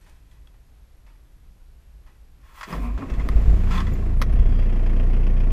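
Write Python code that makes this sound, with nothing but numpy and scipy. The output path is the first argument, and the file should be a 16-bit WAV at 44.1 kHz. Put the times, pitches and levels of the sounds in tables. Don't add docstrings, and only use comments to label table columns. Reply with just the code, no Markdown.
import sys
import numpy as np
from scipy import signal
from scipy.fft import rfft, irfft
from scipy.io import wavfile
from scipy.ndimage import uniform_filter1d

SR = 44100
rng = np.random.default_rng(int(sys.argv[2]) if len(sys.argv) > 2 else 0)


def transcribe(u):
    v = np.clip(np.atleast_2d(u).T, -1, 1)
    q = np.round(v * 32767).astype(np.int16)
    wavfile.write(sys.argv[1], SR, q)


N = 243431
T = np.arange(N) / SR
CRANK_S, CATCH_S, RELEASE_S = 2.665, 3.42, 3.73
KNOCK_FROM_S, SETTLED_S = 4.28, 4.83


def amp(db):
    return 10 ** (np.asarray(db) / 20)


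def unit(x):
    return x / np.sqrt(np.mean(x ** 2) + 1e-20)


def curve(rows):
    return np.interp(T, *np.transpose(rows))


def fade(start, end):
    return np.clip((T - start) / (end - start), 0, 1)


def swell(s, width):
    return np.exp(-((T - s) / width) ** 2)


def add(mix, s, sound):
    part = mix[max(round(s * SR), 0):][:len(sound)]
    part += sound[:len(part)]


def wander(hz):
    f = np.fft.rfftfreq(N, 1 / SR)
    return unit(irfft(rfft(rng.standard_normal(N)) * np.exp(-(f / hz) ** 2), N))


def grit(spread_db):
    size_db = np.repeat(rng.standard_normal(N // 32 + 1), 32)[:N]
    return unit(rng.standard_normal(N) * amp(spread_db * size_db))


def colour(x, spectrum, tilt_db=0, size=8192):
    octave = np.log2(np.maximum(abs(np.fft.fftfreq(size, 1 / SR)), 1))
    hz, db = np.transpose(spectrum)
    inside = np.clip(octave, np.log2(hz[0]), np.log2(hz[-1]))
    db = np.interp(octave, np.log2(hz), db) + tilt_db * (inside - inside.mean())
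    db -= 24 * abs(octave - inside)
    log_response = np.conj(signal.hilbert(np.log(amp(db) + 1e-5)))
    taps = np.fft.ifft(np.exp(log_response)).real[:size // 2]
    return signal.oaconvolve(x, taps / np.linalg.norm(taps))[:len(x)]


def ring(modes):
    t = np.arange(SR // 2) / SR
    return sum(amp(db - 60 * t / t60) * np.sin(2 * np.pi * hz * t) for hz, db, t60 in modes)


# (frequency [Hz], relative level [dB])
STREET_SPECTRUM = [(8.8, -48.5), (15, -3), (54, -2.5), (68, -9.5), (81, -17), (149, -21.5), (167, -25.5),
                   (237, -31.5), (258, -30), (355, -34.5), (1170, -41.5), (1610, -42.5), (6870, -51.5),
                   (11300, -53.5), (15500, -62)]


def background(street_db=-48, whine_hz=11434, whine_db=-72, pulse_hz=59.94, duty=0.36):
    gate = (T * pulse_hz + .1) % 1 < duty
    cycles = np.cumsum(whine_hz * (1 + 0.0032 * wander(167))) / SR
    whine = amp(whine_db) * gate * np.sin(2 * np.pi * cycles)
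    return amp(street_db) * unit(colour(rng.standard_normal(N), STREET_SPECTRUM)) + whine


def cabin_reverb(x, wet_db=-10, t60=0.078):
    t = np.arange(SR // 4) / SR
    tail = rng.standard_normal(len(t)) * amp(-60 * t / t60) * (t > .002)
    return x + amp(wet_db) * signal.oaconvolve(x, tail / np.linalg.norm(tail))[:N]


# (frequency [Hz], relative level [dB], T60 [s])
COLUMN_MODES = [(1088, 6.5, 0.032), (1285, -9.5, 0.15), (1730, -33.5, .05), (1994, 2, 0.064),
                (2645, 4, 0.1), (3450, -14, 0.04), (4600, -69, 0.034), (6300, -69, .025)]


def steering_column(contact, ring_share):
    ringing = signal.oaconvolve(contact, ring(COLUMN_MODES))[:N]
    return contact + ring_share * contact.std() * unit(ringing)


def impacts(rows, spectrum, grit_db, ring_share, strike):
    out, scrape, t = np.zeros(N), grit(grit_db), np.arange(SR // 3) / SR
    for s, db, decay, tilt_db in rows:
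        burst = scrape[round(s * SR):][:len(t)] * np.exp(-t / decay) + strike * (t == 0)
        add(out, s, amp(db) * colour(burst, spectrum, tilt_db))
    return steering_column(out, ring_share)


# (delay [s], relative level [dB], decay [s], tilt [dB/octave])
TICK_BEATS = [(0, -53, 0.047, -3), (.09, -62.5, 0.0083, -3.5)]
# (time [s], relative level [dB], decay [s], tilt [dB/octave])
STIRS = [(.01, -59, 0.15, 2), (.095, -54, .006, 3.5), (0.312, -60.5, 0.071, 0.5),
         (0.474, -48.5, 0.0019, -2), (0.541, -59.5, .015, -4)]
# (frequency [Hz], relative level [dB])
TICK_SPECTRUM = [(300, -15.5), (700, -9.5), (1100, -3.5), (2200, -3.5), (3500, -9.5), (5000, -13),
                 (9000, -17), (15000, -28)]


def ticking(first_s=.064, period_s=1, count=3):
    beats = [(first_s + k * period_s + delay, *beat)
             for k in range(count) for delay, *beat in TICK_BEATS]
    return amp(-5.5) * impacts(beats + STIRS, TICK_SPECTRUM, grit_db=0, ring_share=0.43, strike=.3)


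# (time [s], frequency [Hz], level [dB], T60 [s])
PINGS = [(.314, 3370, -58, 0.028), (.473, 3320, -47, 0.016), (2.631, 4840, -45, 0.068),
         (2.726, 1150, -28, 0.094), (2.727, 5090, -37.5, 0.023), (3.198, 2070, -31, 0.03),
         (3.779, 3450, -28.5, 0.042), (3.803, 1140, -28, 0.093), (3.868, 2010, -38.5, 0.11)]


def pings():
    out = np.zeros(N)
    for s, hz, db, t60 in PINGS:
        add(out, s, ring([(hz, db, t60)]))
    return out


# (time [s], relative level [dB], decay [s], tilt [dB/octave])
KEY_CLICKS = [(2.61, -29, 0.009, 0), (2.631, -28, 0.015, 1.5), (2.727, -28.5, 0.019, -4),
              (2.977, -36, 0.021, -1), (3.02, -34, 0.013, -7.5), (3.099, -38, .013, 2.5),
              (3.137, -40.5, 0.019, 2), (3.198, -36.5, 0.026, -1), (3.709, -30.5, 0.045, 1.5),
              (3.779, -26, 0.0061, -1), (3.803, -25, 0.0063, 0.5), (3.868, -34, 0.015, 0.5)]
# (time [s], half width [s], relative scrape level [dB], rustle level [dB])
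KEY_TURNS = [(2.49, 0.066, -54, -69), (2.594, 0.044, -44, -55.5), (2.723, 0.057, -38.5, -52),
             (2.84, 0.046, -51, -57), (3.759, 0.057, -30.5, -55)]
# (frequency [Hz], relative level [dB])
LOCK_SPECTRUM = [(410, -25.5), (700, -14.5), (838, -14.5), (1110, 0), (1230, -6), (1330, -2), (1440, -10),
                 (1760, -8), (3100, -17.5), (3430, -13), (3710, -23.5), (4850, -22.5), (5660, -27),
                 (6190, -26), (15000, -52)]


def ignition_key():
    clicks = amp(-4.5) * impacts(KEY_CLICKS, LOCK_SPECTRUM, grit_db=1, ring_share=0.63, strike=1.9)
    friction = sum(amp(db) * swell(s, width) for s, width, db, _ in KEY_TURNS)
    scrape = amp(-4) * colour(friction * grit(2), LOCK_SPECTRUM)
    rustle = sum(amp(db) * swell(s, width) for s, width, _, db in KEY_TURNS) * grit(1.5)
    return clicks + steering_column(scrape, ring_share=0.33) + rustle


# (time [s], relative level [dB], decay [s], tilt [dB/octave])
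RELAY_SNAPS = [(3.2888, -24, .002, -1), (4.2168, -21, .0035, 0), (4.2218, -21.5, .0042, -.2)]
# (frequency [Hz], relative level [dB])
RELAY_SPECTRUM = [(450, 5), (580, -3), (720, -14), (900, -1), (1120, 10.5), (1610, 2), (2010, 4.5),
                  (2820, -11.5), (3410, -1.5), (4600, -10.5), (6220, -11.5), (6900, -25.5), (9800, -17.5),
                  (15000, -25)]


def relay():
    return amp(-1.5) * impacts(RELAY_SNAPS, RELAY_SPECTRUM, grit_db=1.2, ring_share=.22, strike=7)


# (time [s], duration [s], frequency [Hz], level [dB])
SQUEALS = [(3.93, .025, 14320, -52), (3.934, 0.013, 7100, -51), (4.163, 0.051, 10500, -63),
           (4.321, 0.043, 10590, -59.5), (4.33, 0.45, 3280, -59.5), (4.475, .065, 7800, -70.5),
           (4.48, 0.19, 4770, -63)]


def squeals(waver=0.012, drift=0.014, flicker=0.32):
    out = np.zeros(N)
    warped_time = np.cumsum(1 + waver * wander(360) + drift * wander(12.04)) / SR
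    for s, length, hz, db in SQUEALS:
        arch = np.sqrt(np.sin(np.pi * fade(s, s + length)).clip(0))
        out += amp(db) * arch * np.sin(2 * np.pi * hz * warped_time)
    return out * (1 + flicker * wander(45))


# (time [s], compression strokes [1/s])
STROKE_RATE = [(2.7, 5), (3.0, 8), (3.2, 13), (3.35, 19), (3.48, 27), (3.65, 29.3), (3.82, 28.1),
               (3.98, 27.6), (4.13, 28.5), (4.28, 32.6), (4.42, 29.9), (4.57, 29.9), (4.72, 29.2),
               (4.9, 29.5), (5.1, 29.75), (5.52, 29.7)]


def strokes(first_cylinder_s=4.989):
    count = np.cumsum(curve(STROKE_RATE)) / SR
    return count - np.interp(first_cylinder_s, T, count)


def octaves_from_idle():
    rate = curve(STROKE_RATE)
    return np.log2(rate / rate[-1])


# (frequency [Hz], relative level [dB])
HISS_SPECTRUM = [(1500, 12), (3000, 7.5), (4800, 0.5), (6500, -2.5), (7300, 2), (8200, -6), (11000, -8),
                 (15000, -9)]


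def starter_hiss(level_db=-53.5, db_per_doubling=4, coast_s=0.63):
    held = fade(CRANK_S - .1, CRANK_S) * fade(RELEASE_S + coast_s, RELEASE_S + 0.076)
    gain = amp(level_db + db_per_doubling * octaves_from_idle())
    return gain * held * colour(grit(0.53), HISS_SPECTRUM)


def starter_overrun(top_hz=184, rise_hz_per_s=120, coast_hz_per_s=150, level_db=-31):
    hz = top_hz - np.maximum(rise_hz_per_s * (RELEASE_S - T), coast_hz_per_s * (T - RELEASE_S))
    hum = np.sin(2 * np.pi * np.cumsum(hz * (1 + 0.0294 * wander(30.5))) / SR)
    return amp(level_db) * swell(RELEASE_S, width=0.26) * (1 + .45 * wander(30)) * hum


# (time [s], speed factor [1])
STARTER_SPEED = [(2.68, .95), (2.8, 1.02), (2.92, 1.01), (3.03, 1.15), (3.3, 1.23)]
# (frequency at speed factor one [Hz], relative level [dB])
GEAR_TONES = [(237, -32), (721, -51.5), (958, -52), (1028, -45.5)]
# (frequency [Hz], relative level [dB])
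RASP_SPECTRUM = [(900, 5), (1050, 9), (1300, 4), (1420, -3), (1900, -11), (2450, 4.5), (2800, -13),
                 (5000, -42)]
# (time [s], half width [s], gain [dB])
COMPRESSIONS = [(2.857, 0.053, -3.5), (3.031, 0.022, -6.5)]


def starter(flutter=0.0221, drone_hz=50, drone_db=-26, chug=0.45):
    warped_time = np.cumsum(curve(STARTER_SPEED) * (1 + flutter * wander(110))) / SR
    gears = sum(amp(db) * (1 + .5 * wander(41)) * np.sin(2 * np.pi * hz * warped_time)
                for hz, db in GEAR_TONES)
    rasp = amp(-43) * colour(grit(1.3), RASP_SPECTRUM)
    load = amp(-17) * fade(CRANK_S, CRANK_S + 0.03) * fade(RELEASE_S, CATCH_S)
    load += sum(amp(db) * swell(s, width) for s, width, db in COMPRESSIONS)
    drone = (1 + chug * wander(34)) * np.sin(2 * np.pi * drone_hz * T)
    drone *= fade(2.72, 2.76) * fade(3.01, 2.985)
    return load * (np.sqrt(2) * gears + rasp) + np.sqrt(2) * amp(drone_db) * drone


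# (time [s], relative level [dB])
EFFORT = [(2.68, -6), (2.755, 4), (2.81, -1.5), (2.94, -7), (3.03, -2), (3.25, -1.5), (3.4, 1.5),
          (3.8, -1.5), (4.0, -0.5), (4.2, -4.5), (4.3, -.5), (4.9, 1), (5.5, -0.5)]


def judder(band_hz=(20, 125), level_db=-32, db_per_doubling=2):
    bandpass = signal.butter(3, band_hz, "band", fs=SR, output="sos")
    shake = unit(signal.sosfilt(bandpass, rng.standard_normal(N)))
    running_rough = fade(CRANK_S + 0.052, CRANK_S + 0.086) * fade(SETTLED_S, SETTLED_S - .4)
    db = level_db + 0.57 * curve(EFFORT) + db_per_doubling * octaves_from_idle()
    return amp(db) * shake * running_rough


# (frequency [Hz], relative level [dB], T60 [s])
CABIN_MODES = [(19.8, 2, 0.12), (47.2, 5.5, 0.25), (63.67, -30, 0.11), (108, -23, 0.26)]
# (start [s], end [s], gain of first jolt [dB], gain at end [dB])
SHUDDERS = [(3.117, 3.317, -16.5, -16), (3.358, 3.57, -11.5, -10), (4.276, 4.6, -10.5, -26)]


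def shudder(period_s=.0601, jitter_s=0.0019, uneven_db=4.5):
    out, boom = np.zeros(N), -ring(CABIN_MODES)
    for start, end, first_db, last_db in SHUDDERS:
        for s, (late, hard) in zip(np.arange(start, end, period_s), rng.standard_normal((20, 2))):
            db = np.interp(s, (start, end), (first_db, last_db)) + uneven_db * hard
            add(out, s + jitter_s * late, amp(db) * boom)
    out -= uniform_filter1d(out, size=5000)
    return amp(-3) * signal.sosfilt(signal.butter(2, 260, fs=SR, output="sos"), out)


CYLINDERS_DB = [-2, -3.1, -4.6, -6.4]


def throb(phase, lag, rise, decay, floor, uneven_db=1):
    stroke, age = np.divmod(phase - lag, 1)
    stroke = stroke.astype(int)
    db = np.take(CYLINDERS_DB, stroke, mode="wrap") + uneven_db * rng.standard_normal(N)[stroke]
    return unit(floor + amp(db) * (1 - np.exp(-age / rise)) * np.exp(-age / decay))


# (frequency [Hz], relative level [dB])
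RUMBLE_SPECTRUM = [(41, -54), (70, 13), (113, 3), (238, -15.5), (293, -23.5), (343, -23), (495, -26.5),
                   (587, -32.5), (656, -27.5), (890, -41), (1110, -36), (1210, -44.5), (1300, -46),
                   (1690, -83), (2860, -120)]
# (frequency [Hz], relative level [dB])
CLATTER_SPECTRUM = [(500, -2.5), (800, 3), (1150, 5.5), (1450, 3), (1900, 4.5), (2600, 0), (3200, -11),
                    (3900, -13.5), (5400, -15), (7000, -21), (10000, -25), (15000, -30)]


def engine_block(phase, rumble_db=-35.5, clatter_db=-49.5, low_cut_hz=215):
    shake = throb(phase, lag=.12, rise=.12, decay=.45, floor=.3)
    burn = throb(phase, lag=.17, rise=.2, decay=.31, floor=.14)
    rumble = colour(rng.standard_normal(N) * shake, RUMBLE_SPECTRUM)
    rumble = unit(signal.sosfilt(signal.butter(5, low_cut_hz, "high", fs=SR, output="sos"), rumble))
    clatter = colour(grit(0.5) * burn, CLATTER_SPECTRUM)
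    drive = fade(CRANK_S, CRANK_S + 0.021) * amp(curve(EFFORT))
    return drive * (amp(rumble_db) * rumble + amp(clatter_db) * clatter)


KNOCK_DB = [-45.5, -51, -59.5, -49.5]
# (frequency [Hz], relative level [dB])
KNOCK_SPECTRUM = [(600, 15), (1100, -17), (1450, 6), (2000, -1.5), (2350, 6), (2680, 7.5), (2950, 2),
                  (3200, 6), (3900, -22), (4800, -30), (5450, -25), (6200, -45), (9000, -43.5),
                  (15000, -32.5)]
# (frequency [Hz], relative level [dB])
EDGE_SPECTRUM = [(4700, 1.5), (5450, 2.5), (6100, -14.5)]


def diesel_knock(phase, early_db=-51, uneven_db=1, lag=.16, rise=.21):
    stroke, age = np.divmod(phase - lag, 1)
    stroke = stroke.astype(int)
    settled = fade(SETTLED_S - .05, SETTLED_S)
    db = (1 - settled) * early_db + settled * np.take(KNOCK_DB, stroke, mode="wrap")
    strength = amp(db + uneven_db * rng.standard_normal(N)[stroke]) * (T > KNOCK_FROM_S)
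    pulse = strength * age / rise * np.exp(1 - age / rise)
    edge = amp(-13 - max(KNOCK_DB)) * pulse ** 2
    body = colour(pulse * grit(3.9), KNOCK_SPECTRUM, tilt_db=1.7)
    return body + colour(edge * grit(2.36), EDGE_SPECTRUM)


# (multiple of the firing rate [1], relative level [dB])
EXHAUST_HARMONICS = [(2, 7.5), (3, 4), (4, -3), (5, -9), (6, -9.5), (7, -14.5), (8, -11), (9, -24),
                     (10, -25.5), (11, -20.5), (12, -20), (13, -23.5), (14, -26)]


def exhaust(phase, boom_hz=29.99, half_width_hz=1.03, boom_db=-15, rough=0.18, sway=0.0033):
    resonance = amp(boom_db) / np.hypot(1, (curve(STROKE_RATE) - boom_hz) / half_width_hz)
    fundamental = resonance * np.cos(2 * np.pi * phase)
    overtones = np.zeros(N)
    for k, db in EXHAUST_HARMONICS:
        cycles = k * (phase + sway * wander(6.9)) + rng.random()
        overtones += amp(db) * (1 + rough * wander(11.6)) * np.cos(2 * np.pi * cycles)
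    unsettled_db = 1.5 * fade(SETTLED_S, KNOCK_FROM_S)
    overtones *= amp(-35.5 + 0.34 * curve(EFFORT) + unsettled_db)
    return np.sqrt(2) * fade(CATCH_S - .03, CATCH_S + 0.032) * (fundamental + overtones)


def scene():
    phase = strokes()
    mechanisms = ignition_key() + relay() + ticking() + pings()
    engine = exhaust(phase) + engine_block(phase) + diesel_knock(phase)
    engine += shudder() + judder() + squeals()
    cranking = starter() + starter_overrun() + starter_hiss()
    return (engine + cranking + cabin_reverb(mechanisms) + background())[None]


def record(dry):
    lowpass = signal.firwin(511, 15400, window=("kaiser", 9), fs=SR)
    return signal.oaconvolve(dry, lowpass[None], "same")


dry = scene()
out = record(dry)
transcribe(out)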